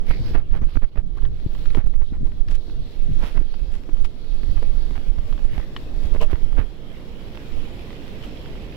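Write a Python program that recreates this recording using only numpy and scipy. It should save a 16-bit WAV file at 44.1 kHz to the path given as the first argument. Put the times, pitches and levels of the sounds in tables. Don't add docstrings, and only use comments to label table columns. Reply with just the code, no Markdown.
import sys
import numpy as np
from scipy import signal
from scipy.fft import rfft, irfft, next_fast_len
from scipy.io import wavfile
from scipy.ndimage import uniform_filter1d, map_coordinates

SR = 44100
rng = np.random.default_rng(int(sys.argv[2]) if len(sys.argv) > 2 else 0)


def pcm_store(signal):
    levels = np.round(np.clip(np.atleast_2d(signal), -1, 1) * 32767)
    wavfile.write(sys.argv[1], SR, levels.astype(np.int16).T)


N = 386316

# (time [s], roar [dB], left hiss [dB], right hiss [dB])
VENT_LEVELS = [(0, -47.5, -58.5, -55.5), (0.3, -42.5, -51, -47.5), (0.75, -45, -54, -42),
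               (1.1, -45.5, -56, -44), (1.6, -47, -55, -54.5), (2.3, -48, -54, -54), (2.8, -47, -54, -55),
               (3.3, -48.5, -51, -50.5), (3.7, -47.5, -53.5, -53.5), (4.3, -47, -52.5, -54),
               (4.7, -46.5, -51.5, -48.5), (5.2, -47.5, -53, -50), (5.9, -44, -49.5, -51.5),
               (6.6, -44.5, -51.5, -46.5), (7, -44, -52, -49), (7.4, -43.5, -50, -47.5),
               (8.75, -43, -51, -49.5)]
# (frequency [Hz], level [dB])
TICK_SPECTRUM = [(300, -37), (800, 0), (1300, -1.5), (2100, -2.5), (3000, -3), (4500, -12.5), (7000, -13.5),
                 (11000, -12.5), (16000, -20)]
# (frequency [Hz], level [dB])
RASP_SPECTRUM = [(150, -20), (450, 4.5), (700, 4.5), (1100, 0), (1900, -3.5), (3000, -11.5), (4200, -21),
                 (6000, -27), (10000, -23), (16000, -32)]


def amp(db):
    return 10 ** (np.asarray(db) / 20)


def unit(x):
    return x / np.sqrt(np.mean(x ** 2) + 1e-20)


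def along(points, hz):
    frequencies, values = np.transpose(points)
    return np.interp(np.log(hz + 1), np.log(frequencies + 1), values)


def curves(rows):
    times, *columns = np.transpose(rows)
    return [np.interp(np.arange(N) / SR, times, column) for column in columns]


def wobble(rate):
    knots = rng.standard_normal(4096)
    return map_coordinates(knots, [np.arange(N) * rate / SR], mode="wrap")


def filtered(x, response):
    size = next_fast_len(N + SR // 2)
    return irfft(rfft(x, size) * response(np.fft.rfftfreq(size, 1 / SR)), size)[..., :N]


def coloured(x, spectrum):
    return unit(filtered(x, lambda hz: amp(along(spectrum, hz))))


def noise(spectrum):
    return coloured(rng.standard_normal(N), spectrum)


def grainy(spectrum, grain_db, rate):
    return coloured(rng.standard_normal(N) * amp(grain_db * wobble(rate)), spectrum)


def grains(spectrum, rate, spread_db):
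    hits = rng.random(N) < rate / SR
    size = amp(spread_db * np.minimum(rng.exponential(size=N), 4))
    return coloured(hits * size * rng.choice([-1, 1], N), spectrum)


def steady(x, span):
    width = max(int(span * SR), 2)
    power = uniform_filter1d(uniform_filter1d(np.abs(signal.hilbert(x)) ** 2, width), width)
    return unit(x / np.sqrt(np.abs(power) + 1e-4))


def swells(times, halves, levels_db, fall=1.3):
    power = np.zeros(N)
    for at, half, db in zip(times, halves, levels_db):
        i = np.arange(max(int((at - 5 * half) * SR), 0), min(int((at + 5 * half) * SR), N))
        offset = (i / SR - at) / half + (fall - 1 / fall) / 2
        power[i] += amp(db) ** 2 * np.exp(-np.where(offset < 0, offset * fall, offset / fall) ** 2)
    return np.sqrt(power)


def sides(pan_db):
    return amp([[pan_db / 2], [-pan_db / 2]])


def patchy(x, depth_db, width_hz=260, life_s=0.09):
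    spectra = signal.stft(x, nperseg=512)[2]
    bins = max(round(width_hz * 512 / SR), 1)
    frames = max(round(life_s * SR / 256), 1)
    patches = uniform_filter1d(rng.standard_normal(spectra.shape), bins, axis=0)
    patches = uniform_filter1d(patches, frames, axis=1)
    return unit(signal.istft(spectra * amp(depth_db * unit(patches)), nperseg=512)[1][:N])


def vent_roar():
    # (frequency [Hz], level [dB])
    spectrum = [(20, -14), (45, 11.5), (75, 3), (110, 1.5), (160, 1), (280, -1.5), (450, -4.5), (620, -10),
                (900, -18), (1500, -26.5), (3500, -70)]
    # (frequency [Hz], likeness [0 to 1])
    likeness = [(40, 0.82), (120, 0.94), (250, 0.92), (480, 0.68), (1000, 0.11)]
    roar_db, _, _ = curves(VENT_LEVELS)
    spread = lambda hz: np.arccos(np.clip(along(likeness, hz), -1, 1)) / 2
    mid = filtered(noise(spectrum), lambda hz: np.cos(spread(hz)))
    side = filtered(noise(spectrum), lambda hz: np.sin(spread(hz)))
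    return np.array([mid + side, mid - side]) * amp(roar_db + 6.5 + 0.21 * wobble(14))


def vent_hiss():
    # (frequency [Hz], level [dB])
    left_spectrum = [(250, -16), (800, 2), (1300, -1), (2000, 1), (2800, -3.5), (3700, 0), (5200, -4.5),
                     (7500, -10.5), (11000, -7.5), (16000, -10)]
    right_spectrum = [(250, -9.5), (800, -2), (1450, -4.5), (2400, -2.5), (3300, -0.5), (3750, -9),
                      (5200, -20), (7500, -11.5), (11000, -14.5), (16000, -20)]
    _, left_db, right_db = curves(VENT_LEVELS)
    left = patchy(grainy(left_spectrum, grain_db=0.9, rate=710), depth_db=1.6)
    left *= amp(left_db + 1.2 + wobble(12))
    right = patchy(grainy(right_spectrum, grain_db=0.2, rate=480), depth_db=3.0)
    right *= amp(right_db - 0.16 + 0.93 * wobble(13))
    spits = grains(TICK_SPECTRUM, rate=60, spread_db=7) * amp(right_db - 11)
    return left, right + spits


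def thin_jet():
    # (time [s], level [dB])
    levels = [(0, -77), (0.12, -42.5), (0.3, -46.5), (0.47, -53), (0.74, -42.5), (1.1, -43), (1.42, -49.5),
              (1.72, -49), (1.9, -48), (2.08, -44), (2.35, -55), (2.6, -48.5), (2.95, -49), (3.13, -62.5),
              (3.45, -49.5), (3.7, -54.5), (3.87, -70), (4.0, -60), (4.15, -51), (4.4, -48.5), (4.9, -49.5),
              (5.03, -58), (5.35, -61), (5.8, -57), (6.5, -59.5), (7, -69), (8.75, -55.5)]
    # (time [s], frequency [Hz])
    centres = [(0, 4200), (0.2, 4500), (0.31, 4950), (0.45, 3900), (0.72, 4400), (1.1, 3850), (1.45, 4000),
               (1.75, 3900), (2.1, 3700), (2.7, 4050), (3.0, 3900), (3.5, 4200), (3.7, 4700), (4.15, 3950),
               (4.5, 4250), (4.9, 4400), (6, 4200), (8.75, 5000)]
    # (frequency [times the centre], level [dB])
    spectrum = [(0.37, -45), (0.72, -10), (0.85, -1.5), (1.08, -1), (1.22, -10), (1.5, -13), (1.75, -15.5),
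                (2.5, -14.5), (4, -27)]
    jet_db, = curves(levels)
    hz, t, spectra = signal.stft(rng.standard_normal(N), SR, nperseg=512)
    centre_hz = np.interp(t, *np.transpose(centres))
    spectra *= amp(along(spectrum, hz[:, None] / centre_hz))
    hiss = unit(signal.istft(spectra, nperseg=512)[1][:N])
    return hiss * amp(jet_db - 3.4 + 2.0 * wobble(23))


def near_vent():
    # (time [s], level [dB])
    levels = [(0, -82), (6.6, -72), (7.2, -52), (7.7, -50), (8.3, -49.5), (8.75, -49.5)]
    # (frequency [Hz], level [dB])
    spectrum = [(1200, -28), (1900, -5.5), (2500, -3), (3250, -5), (3700, -9), (5000, -37)]
    rush_db, = curves(levels)
    rush = patchy(grainy(spectrum, grain_db=2.0, rate=270), depth_db=1.5, width_hz=600, life_s=0.025)
    rush *= amp(rush_db - 0.5 + wobble(35))
    sputter = grains(spectrum, rate=45, spread_db=2) * amp(rush_db - 11)
    return rush + sputter


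def sizzle():
    # (time [s], half length [s], level [dB])
    swell = (1.58, .09, -52)
    # (frequency [Hz], level [dB])
    spectrum = [(12000, -39), (14100, -9), (15000, 3), (15800, -11)]
    return noise(spectrum) * swells(*np.transpose([swell]))


def vents():
    # (time [s], half length [s], depth [dB])
    dips = [(0.607, 0.021, 26), (0.908, 0.0074, 11), (1.056, 0.078, 15), (1.294, .02, 12),
            (1.835, 0.017, 6), (1.982, 0.015, 18), (2.2, 0.039, 9), (2.453, .022, 6)]
    roar = vent_roar()
    left, right = vent_hiss()
    right = right + thin_jet() + near_vent()
    dip_db = sum(depth * swells([at], [half], [0]) for at, half, depth in dips)
    return roar + np.array([left + sizzle(), right * amp(-dip_db)])


def gritty_rasps():
    # (time [s], half length [s], grit [dB], knock [dB], left minus right [dB])
    rasps = [(0.106, 0.033, -49, -52, -9), (0.282, 0.021, -51, -70, -14), (0.56, 0.016, -54, -62, -3),
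             (0.694, 0.011, -41.5, -62, -11), (0.745, 0.008, -46, -64, -7), (1.177, 0.0048, -47.5, -35, -2),
             (1.677, 0.15, -51, -59, 1.5), (1.753, 0.003, -42, -28, -2), (1.767, 0.014, -43, -39, -4),
             (2.271, 0.0088, -51, -44, 4), (2.491, 0.012, -44, -51, 0), (2.517, 0.01, -41.5, -49, 6),
             (2.552, 0.0093, -42.5, -63, 4.5), (3.254, 0.038, -44, -54, -9), (3.746, 0.022, -48, -62, 3),
             (4.052, 0.0092, -39.5, -63, -0.5), (4.629, 0.0029, -42, -33, -2),
             (5.307, 0.031, -52.5, -46.5, 1), (5.574, 0.033, -49, -48.5, -9), (6.047, 0.024, -57, -55, 14),
             (6.148, 0.012, -46, -42, 1), (6.227, 0.014, -37.5, -27, 2), (6.318, 0.007, -42.5, -48, -9),
             (8.246, 0.014, -48, -66, 0)]
    # (frequency [Hz], level [dB])
    knock_spectrum = [(80, -19), (280, -3), (415, -3), (468, 11), (535, -18.5), (603, 8), (680, -7),
                      (900, -9), (1130, -5.5), (1800, -38)]
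    snap_spectrum = [(600, -8), (2500, 4.5), (6000, -5), (11000, -4), (16000, -12)]
    times, halves, grit_db, knock_db, pan_db = np.transpose(rasps)
    knock = steady(noise(knock_spectrum), span=0.025) * swells(times, halves, knock_db)
    grit = []
    for side in (1, -1):
        ticks = grains(TICK_SPECTRUM, rate=1500, spread_db=4.5)
        snaps = amp(-4.5) * grains(snap_spectrum, rate=200, spread_db=4.0)
        grit.append((ticks + snaps) * swells(times, halves, grit_db + side * pan_db / 2))
    return knock + np.array(grit)


def sand():
    # (time [s], half length [s], level [dB])
    sprays = [(0.094, 0.013, -42), (0.262, 0.006, -56), (0.307, 0.027, -59), (0.56, 0.012, -57)]
    # (frequency [Hz], level [dB])
    spectrum = [(3000, -30), (5500, -7), (8000, 1), (11000, -1), (16000, -4)]
    spray = grainy(spectrum, grain_db=7.5, rate=600) * swells(*np.transpose(sprays))
    return np.array([np.zeros(N), spray])


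def squeaks(width_hz=260, slips_per_s=75):
    # (time [s], half length [s], level [dB], pitch [Hz])
    squeals = [(0.123, 0.034, -42, 2150), (1.185, 0.0044, -37, 1430), (1.253, 0.011, -42, 1590),
               (5.573, 0.078, -50.5, 1890), (6.222, 0.017, -39.5, 2800), (8.235, 0.014, -46, 3000)]
    out = np.zeros((2, N))
    spurts = unit(1.4 + np.cos(2 * np.pi * slips_per_s * np.arange(N) / SR + 2.2 * wobble(30)))
    for at, half, db, pitch in squeals:
        resonance = lambda hz: 1 / (1 + ((hz - pitch) / width_hz) ** 2)
        ring = filtered(rng.standard_normal((2, N)), resonance)
        out += unit(ring) * spurts * swells([at], [half], [db])
    return out


def dry_clicks(crack_fade_s=0.03, crack_db=-4.5, brightening=0.4, usual_db=-30):
    # (time [s], peak [dB], pitch [ratio], left minus right [dB], length [ratio])
    clicks = [(0.513, -36, 1, -14, .4), (0.723, -37, 1.2, -12, .35), (1.167, -37, 1.2, 5, .6),
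              (1.181, -34, 0.83, -4, 1), (1.221, -32, 1.03, -2, 1), (1.252, -26, 1.12, 4, 0.78),
              (1.55, -37, 1.1, -11, 0.78), (1.657, -29.5, 1.4, 6, 1), (1.704, -28, 1.4, 1, 1),
              (1.748, -19.5, 1.07, -7, 0.36), (2.255, -40, 0.8, 14, 1), (2.32, -35.5, 1.1, -10, 0.29),
              (2.485, -29, 1.76, 8, 0.5), (2.697, -38, 0.92, -15, 0.77), (3.54, -36.5, 0.75, -19, 1),
              (3.894, -37, 0.82, 4, 0.77), (3.969, -34, 0.69, 2, 0.36), (4.049, -23, 1.13, 9, 0.2),
              (4.628, -31, 0.64, -1, 0.46), (5.185, -33.5, 0.74, -12, 0.54), (5.326, -28, 1.03, 3, 0.94),
              (5.378, -33.5, 1.15, 0, 0.66), (5.392, -33, 0.61, -13, 0.54), (5.764, -16.5, 1.07, 1, 1),
              (6.528, -33.5, 0.85, -12, 0.57), (7.349, -34, 0.78, -8, 0.3), (7.373, -30, 0.91, -10, 0.45),
              (7.905, -34, 0.72, -11, 0.32), (7.93, -33.5, 0.79, -8, 0.23), (8.235, -47, 1, -2, .8),
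              (8.459, -29.5, 0.58, -1, 0.33), (8.555, -36, 0.79, 3, 0.32)]
    # (frequency [Hz], level [dB], time to fade by 60 dB [s])
    modes = [(983, 17, 0.017), (1190, 18.5, 0.008), (1560, 11, 0.014), (1777, 5, 0.027), (2810, 6.5, 0.03),
             (3010, 13, 0.012), (3770, -5.5, 0.011), (4980, -9, 0.0078)]
    out, t = np.zeros((2, N + SR)), np.arange(SR // 10) / SR
    hz, mode_db, fade_s = np.transpose(modes)[:, :, None]
    crack_band = signal.butter(3, [550, 3700], "bandpass", fs=SR)
    fade = lambda life_s: amp(-60 * t / life_s) * (1 - np.exp(-t / .0004))
    for at, db, ratio, pan_db, length in clicks:
        phase = rng.uniform(0, 2 * np.pi, hz.shape) + 0.26 * rng.standard_normal((2, len(hz), 1))
        tilt_db = brightening * (db - usual_db) * np.log2(hz / hz.mean())
        strength = amp(mode_db + tilt_db + rng.standard_normal(hz.shape))
        tones = np.sin(2 * np.pi * hz * ratio * t + phase)
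        ring = (strength * fade(fade_s * length) * tones).sum(axis=1)
        crack = signal.lfilter(*crack_band, rng.standard_normal((2, len(t))))
        crack *= fade(crack_fade_s * length)
        click = unit(ring) + amp(crack_db) * unit(crack)
        start = round(at * SR)
        out[:, start:start + len(t)] += amp(db) * sides(pan_db) * click / np.abs(click).max()
    return out[:, :N]


def knocks():
    # (time [s], peak [dB], pitch [Hz], left minus right [dB], time to fade by 60 dB [s])
    blows = [(2.682, -32, 313, -1, 0.14), (3.891, -24, 310, 1, 0.026), (6.149, -20.5, 438, -2, 0.014),
             (6.161, -20, 465, 1, 0.013), (6.332, -24.5, 394, -15, 0.013)]
    # (frequency [times the pitch], level [dB])
    modes = [(0.78, -12), (1, 7.5), (1.37, -6), (2.1, -16.5), (3.2, -16)]
    out, t = np.zeros((2, N + SR)), np.arange(SR // 4) / SR
    ratio, mode_db = np.transpose(modes)[:, :, None]
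    for at, db, pitch, pan_db, fade_s in blows:
        strength_db = mode_db + 2.4 * rng.standard_normal(ratio.shape)
        ring = (amp(strength_db - 60 * t / fade_s) * np.sin(2 * np.pi * pitch * ratio * t)).sum(axis=0)
        start = round(at * SR)
        out[:, start:start + len(t)] += amp(db) * sides(pan_db) * ring / np.abs(ring).max()
    return out[:, :N]


def tings(pitch_hz=5930, octave_db=-2):
    # (time [s], half length [s], level [dB])
    moments = [(0.623, 0.004, -44), (0.766, 0.0027, -29), (1.96, 0.003, -54), (4.0, 0.004, -57)]
    phase = 2 * np.pi * pitch_hz * np.arange(N) / SR
    tone = unit(np.sin(phase) + amp(octave_db) * np.sin(2 * phase))
    return np.array([np.zeros(N), tone * swells(*np.transpose(moments))])


def blowing(breeze_db, gusts, swing_db):
    breeze = amp(breeze_db + swing_db * wobble(9.3))
    return np.hypot(breeze, swells(*np.transpose(gusts), fall=1.15))


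def wind():
    # (time [s], right level [dB], left level [dB])
    breeze = [(0, -15.5, -39), (0.2, -24.5, -20.5), (0.6, -11, -15), (0.8, -17, -31), (0.91, -24, -25),
              (1.03, -7.5, -31), (1.42, -17.5, -24), (1.9, -12.5, -27), (2.15, -13, -26),
              (2.66, -19.5, -34), (2.8, -15.5, -34), (2.9, -32, -38), (3.05, -35, -38), (3.5, -14, -30),
              (3.83, -29.5, -38), (3.98, -19.5, -37), (4.22, -23, -34.5), (4.55, -9.5, -33),
              (5.3, -22, -33), (5.62, -20, -34), (5.72, -29, -31), (5.85, -28, -29), (5.97, -15.5, -32),
              (6.15, -15.5, -35), (6.45, -18.5, -43), (6.85, -28, -44), (7.3, -30, -42), (8.75, -32.5, -59)]
    # (time [s], half length [s], level [dB])
    gusts = [(0.104, 0.007, -3), (0.388, 0.022, 5), (0.527, 0.026, 0.5), (0.653, 0.019, 3),
             (0.772, 0.014, 9), (0.838, 0.016, 9.5), (0.989, 0.0063, 6), (1.242, 0.023, -1),
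             (1.691, 0.027, -5), (1.782, 0.02, -0.5), (1.875, 0.024, 1.5), (1.986, 0.039, 2.5),
             (2.258, 0.016, -4), (2.411, 0.013, -0.5), (2.542, 0.036, -5), (3.033, 0.041, -9),
             (3.179, 0.047, -9), (3.404, 0.03, -2.5), (3.627, 0.0093, -8), (3.735, 0.036, -13),
             (3.944, 0.011, -4.5), (4.027, 0.027, -3), (4.346, 0.037, -11.5), (4.575, 0.0053, -8),
             (4.69, 0.018, -6.5), (4.778, 0.013, -7), (4.838, 0.026, -12), (5.102, 0.017, -5.5),
             (5.187, 0.011, -5), (5.267, 0.0087, -10), (5.326, 0.021, -8.5), (5.452, 0.017, -5.5),
             (6.051, 0.0063, -8), (6.13, 0.0076, -4), (6.245, 0.052, -5), (6.453, 0.022, -3),
             (6.569, 0.051, -6), (7.582, 0.05, -16)]
    swirls = [(1.32, 0.023, -18.5), (2.214, 0.074, -16.5), (2.491, 0.019, -14), (2.78, 0.056, -23),
              (3.124, 0.074, -20.5), (5.24, 0.015, -21.5), (5.524, 0.024, -24), (8.543, 0.049, -33)]
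    # (frequency [Hz], level [dB])
    right_spectrum = [(5, -10.5), (12, 9), (20, 2.5), (32, -4), (48, -16), (90, -26.5), (160, -39.5),
                      (400, -50), (1200, -82.5)]
    left_spectrum = [(6, 0), (18, 0), (45, -2), (90, -6.5), (160, -22.5), (320, -28.5), (900, -67),
                     (3000, -100)]
    right_db, left_db = curves(breeze)
    right = steady(noise(right_spectrum), span=0.021) * blowing(right_db, gusts, swing_db=1.5)
    flutter = right * np.tanh(right) * grainy(RASP_SPECTRUM, grain_db=7.0, rate=69) * amp(-40)
    left = steady(noise(left_spectrum), span=0.038) * blowing(left_db, swirls, swing_db=-1.5)
    return np.array([left, right + flutter])


def bumps(damping=0.61):
    # (time [s], half length [s], level [dB], ring pitch [Hz])
    pushes = [(0.209, 0.017, -27, 148), (0.287, 0.02, -31.5, 130), (0.475, 0.046, -30, 132),
              (0.623, 0.0056, -19, 227), (0.675, 0.0068, -23, 215), (1.05, 0.046, -27, 164),
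              (1.272, 0.061, -25.5, 106), (1.463, 0.003, -11, 185), (1.617, 0.042, -34, 126),
              (2.124, 0.002, -14, 180), (2.216, 0.0067, -22.5, 203), (2.236, 0.0043, -18, 200),
              (2.489, 0.016, -32, 150), (2.803, 0.018, -33, 121), (3.096, 0.0058, -24.5, 189),
              (3.113, 0.0085, -22.5, 178), (3.153, 0.018, -38, 172), (5.55, 0.02, -30, 120)]
    # (frequency [Hz], level [dB])
    spectrum = [(20, -8), (70, 4.5), (300, -3), (550, -15), (1100, -45)]
    out = np.zeros(N)
    for at, half, db, pitch in pushes:
        ring = lambda hz: amp(along(spectrum, hz)) / (1 - (hz / pitch) ** 2 + 1j * damping * hz / pitch)
        shape = swells([at], [half], [0])
        boom = filtered(rng.standard_normal(N), ring) * shape
        out += boom * amp(db + 4) * np.linalg.norm(shape) / np.linalg.norm(boom)
    return out


def suction(at, half, db):
    offset = (np.arange(N) / SR - at) / half
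    return amp(db) * (offset ** 2 - 1) * np.exp(-np.minimum(offset ** 2 / 2, 50))


def pops(swirls, brief_s=0.0025, pop_db=3):
    rasp_tone = lambda hz: amp(along(RASP_SPECTRUM, hz))
    one_pop = filtered(signal.unit_impulse(N, SR // 10), rasp_tone)
    kicks = np.zeros(N)
    for at, half, _, rasp_db in swirls:
        briefness = np.exp(-(half / brief_s) ** 2 / 2)
        kicks[round(at * SR)] = amp(rasp_db + pop_db) * np.sqrt(half * SR) * briefness
    return filtered(kicks, rasp_tone) / np.linalg.norm(one_pop)


def blasts(core_db=3, wake_db=8, wake_half_s=0.0043, wake_lag_s=0.0066):
    # (time [s], half length [s], thud [dB], rasp [dB])
    swirls = [(0.083, 0.0037, -30.5, -49), (0.11, 0.0039, -19.5, -26.5), (0.352, 0.0017, -19.5, -30),
              (0.372, 0.019, -17, -24), (0.557, 0.017, -21.5, -29), (0.619, 0.0022, -12.5, -36),
              (0.633, 0.014, -32, -35.5), (0.757, 0.002, -10, -20), (0.771, 0.0029, 0.5, -16),
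              (0.824, 0.0025, -18, -35), (0.834, 0.01, -15.5, -23.5), (0.96, 0.0021, -19, -28),
              (0.977, 0.0049, -10.5, -26), (0.983, 0.014, -23, -32.5), (1.775, 0.0022, -5.5, -23),
              (1.784, 0.0015, -5.5, -21), (1.793, 0.014, -29, -28), (1.842, 0.0015, -21, -36),
              (1.94, 0.0014, -28, -34), (1.958, 0.0019, -23, -34), (2.02, 0.0014, -13, -27.5),
              (2.145, 0.017, -31.5, -40), (3.237, 0.0055, -20, -31.5), (3.24, 0.03, -34, -38.5),
              (3.381, 0.024, -30.5, -39.5), (4.434, 0.0011, -26.5, -39), (4.577, 0.0089, -55, -40.5),
              (4.91, 0.0014, -29.5, -37), (4.962, 0.0087, -52, -39.5), (4.979, 0.001, -29, -30),
              (5.581, 0.0021, -17.5, -32), (5.6, 0.0035, -27, -35.5), (6.15, 0.0023, -24.5, -39),
              (6.166, 0.0039, -40, -34.5), (6.321, 0.026, -42, -37), (6.332, 0.0017, -10.5, -27.5),
              (6.357, 0.00067, -37, -24), (6.586, 0.0027, -10, -34), (6.597, 0.019, -22, -28)]
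    times, halves, thud_db, rasp_db = np.transpose(swirls)
    cores = sum(suction(at, half, db + core_db) for at, half, db in zip(times, halves, thud_db))
    wakes = sum(suction(at + wake_lag_s, wake_half_s, db + wake_db) for at, db in zip(times, thud_db))
    # (frequency [Hz], level [dB])
    thud_spectrum = [(20, -27), (60, 1), (130, 4.5), (260, -1.5), (550, -15), (1400, -57), (4000, -93)]
    thud = steady(noise(thud_spectrum), span=0.0048) * swells(times, halves, thud_db - .5)
    crackle = grainy(RASP_SPECTRUM, grain_db=5.0, rate=450)
    crackle += amp(2.5) * grains(RASP_SPECTRUM, rate=500, spread_db=1.5)
    rasp = steady(crackle, span=0.0074) * swells(times, halves, rasp_db + 1.5, fall=1.4)
    return np.array([bumps(), cores + wakes + thud + rasp + pops(swirls)])


def gain_control(x, ceiling_db=-8, sense_s=0.025, recover_s=0.41):
    power = uniform_filter1d(np.abs(signal.hilbert(x)) ** 2 / 2, int(sense_s * SR)).max(axis=0)
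    over_db = np.maximum(10 * np.log10(np.abs(power) + 1e-12) - ceiling_db, 0)
    fading = np.exp(-np.arange(N) / SR / recover_s)
    cut_db = np.maximum.accumulate(over_db / fading) * fading
    return x * amp(-cut_db)


def scene():
    return (vents() + gritty_rasps() + sand() + squeaks() + dry_clicks() + knocks()
            + wind() + blasts() + tings())


def record(dry):
    # (frequency [Hz], gain [dB])
    left_port = [(5600, 0), (6600, -4.5), (7400, 1), (8800, -12), (10200, -7.5)]
    right_port = [(5000, 0), (6300, -6.5), (7150, -20.5), (8000, -20), (8700, -16), (9600, -10),
                  (10600, -8)]
    peak_limit, top_hz = 0.92, 15830
    notched = filtered(dry, lambda hz: amp([along(left_port, hz), along(right_port, hz)]))
    ducked = gain_control(notched)
    rounded = ducked / (1 + np.abs(ducked / peak_limit) ** 6) ** (1 / 6)
    return filtered(rounded, lambda hz: hz < top_hz)


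dry = scene()
out = record(dry)
pcm_store(out)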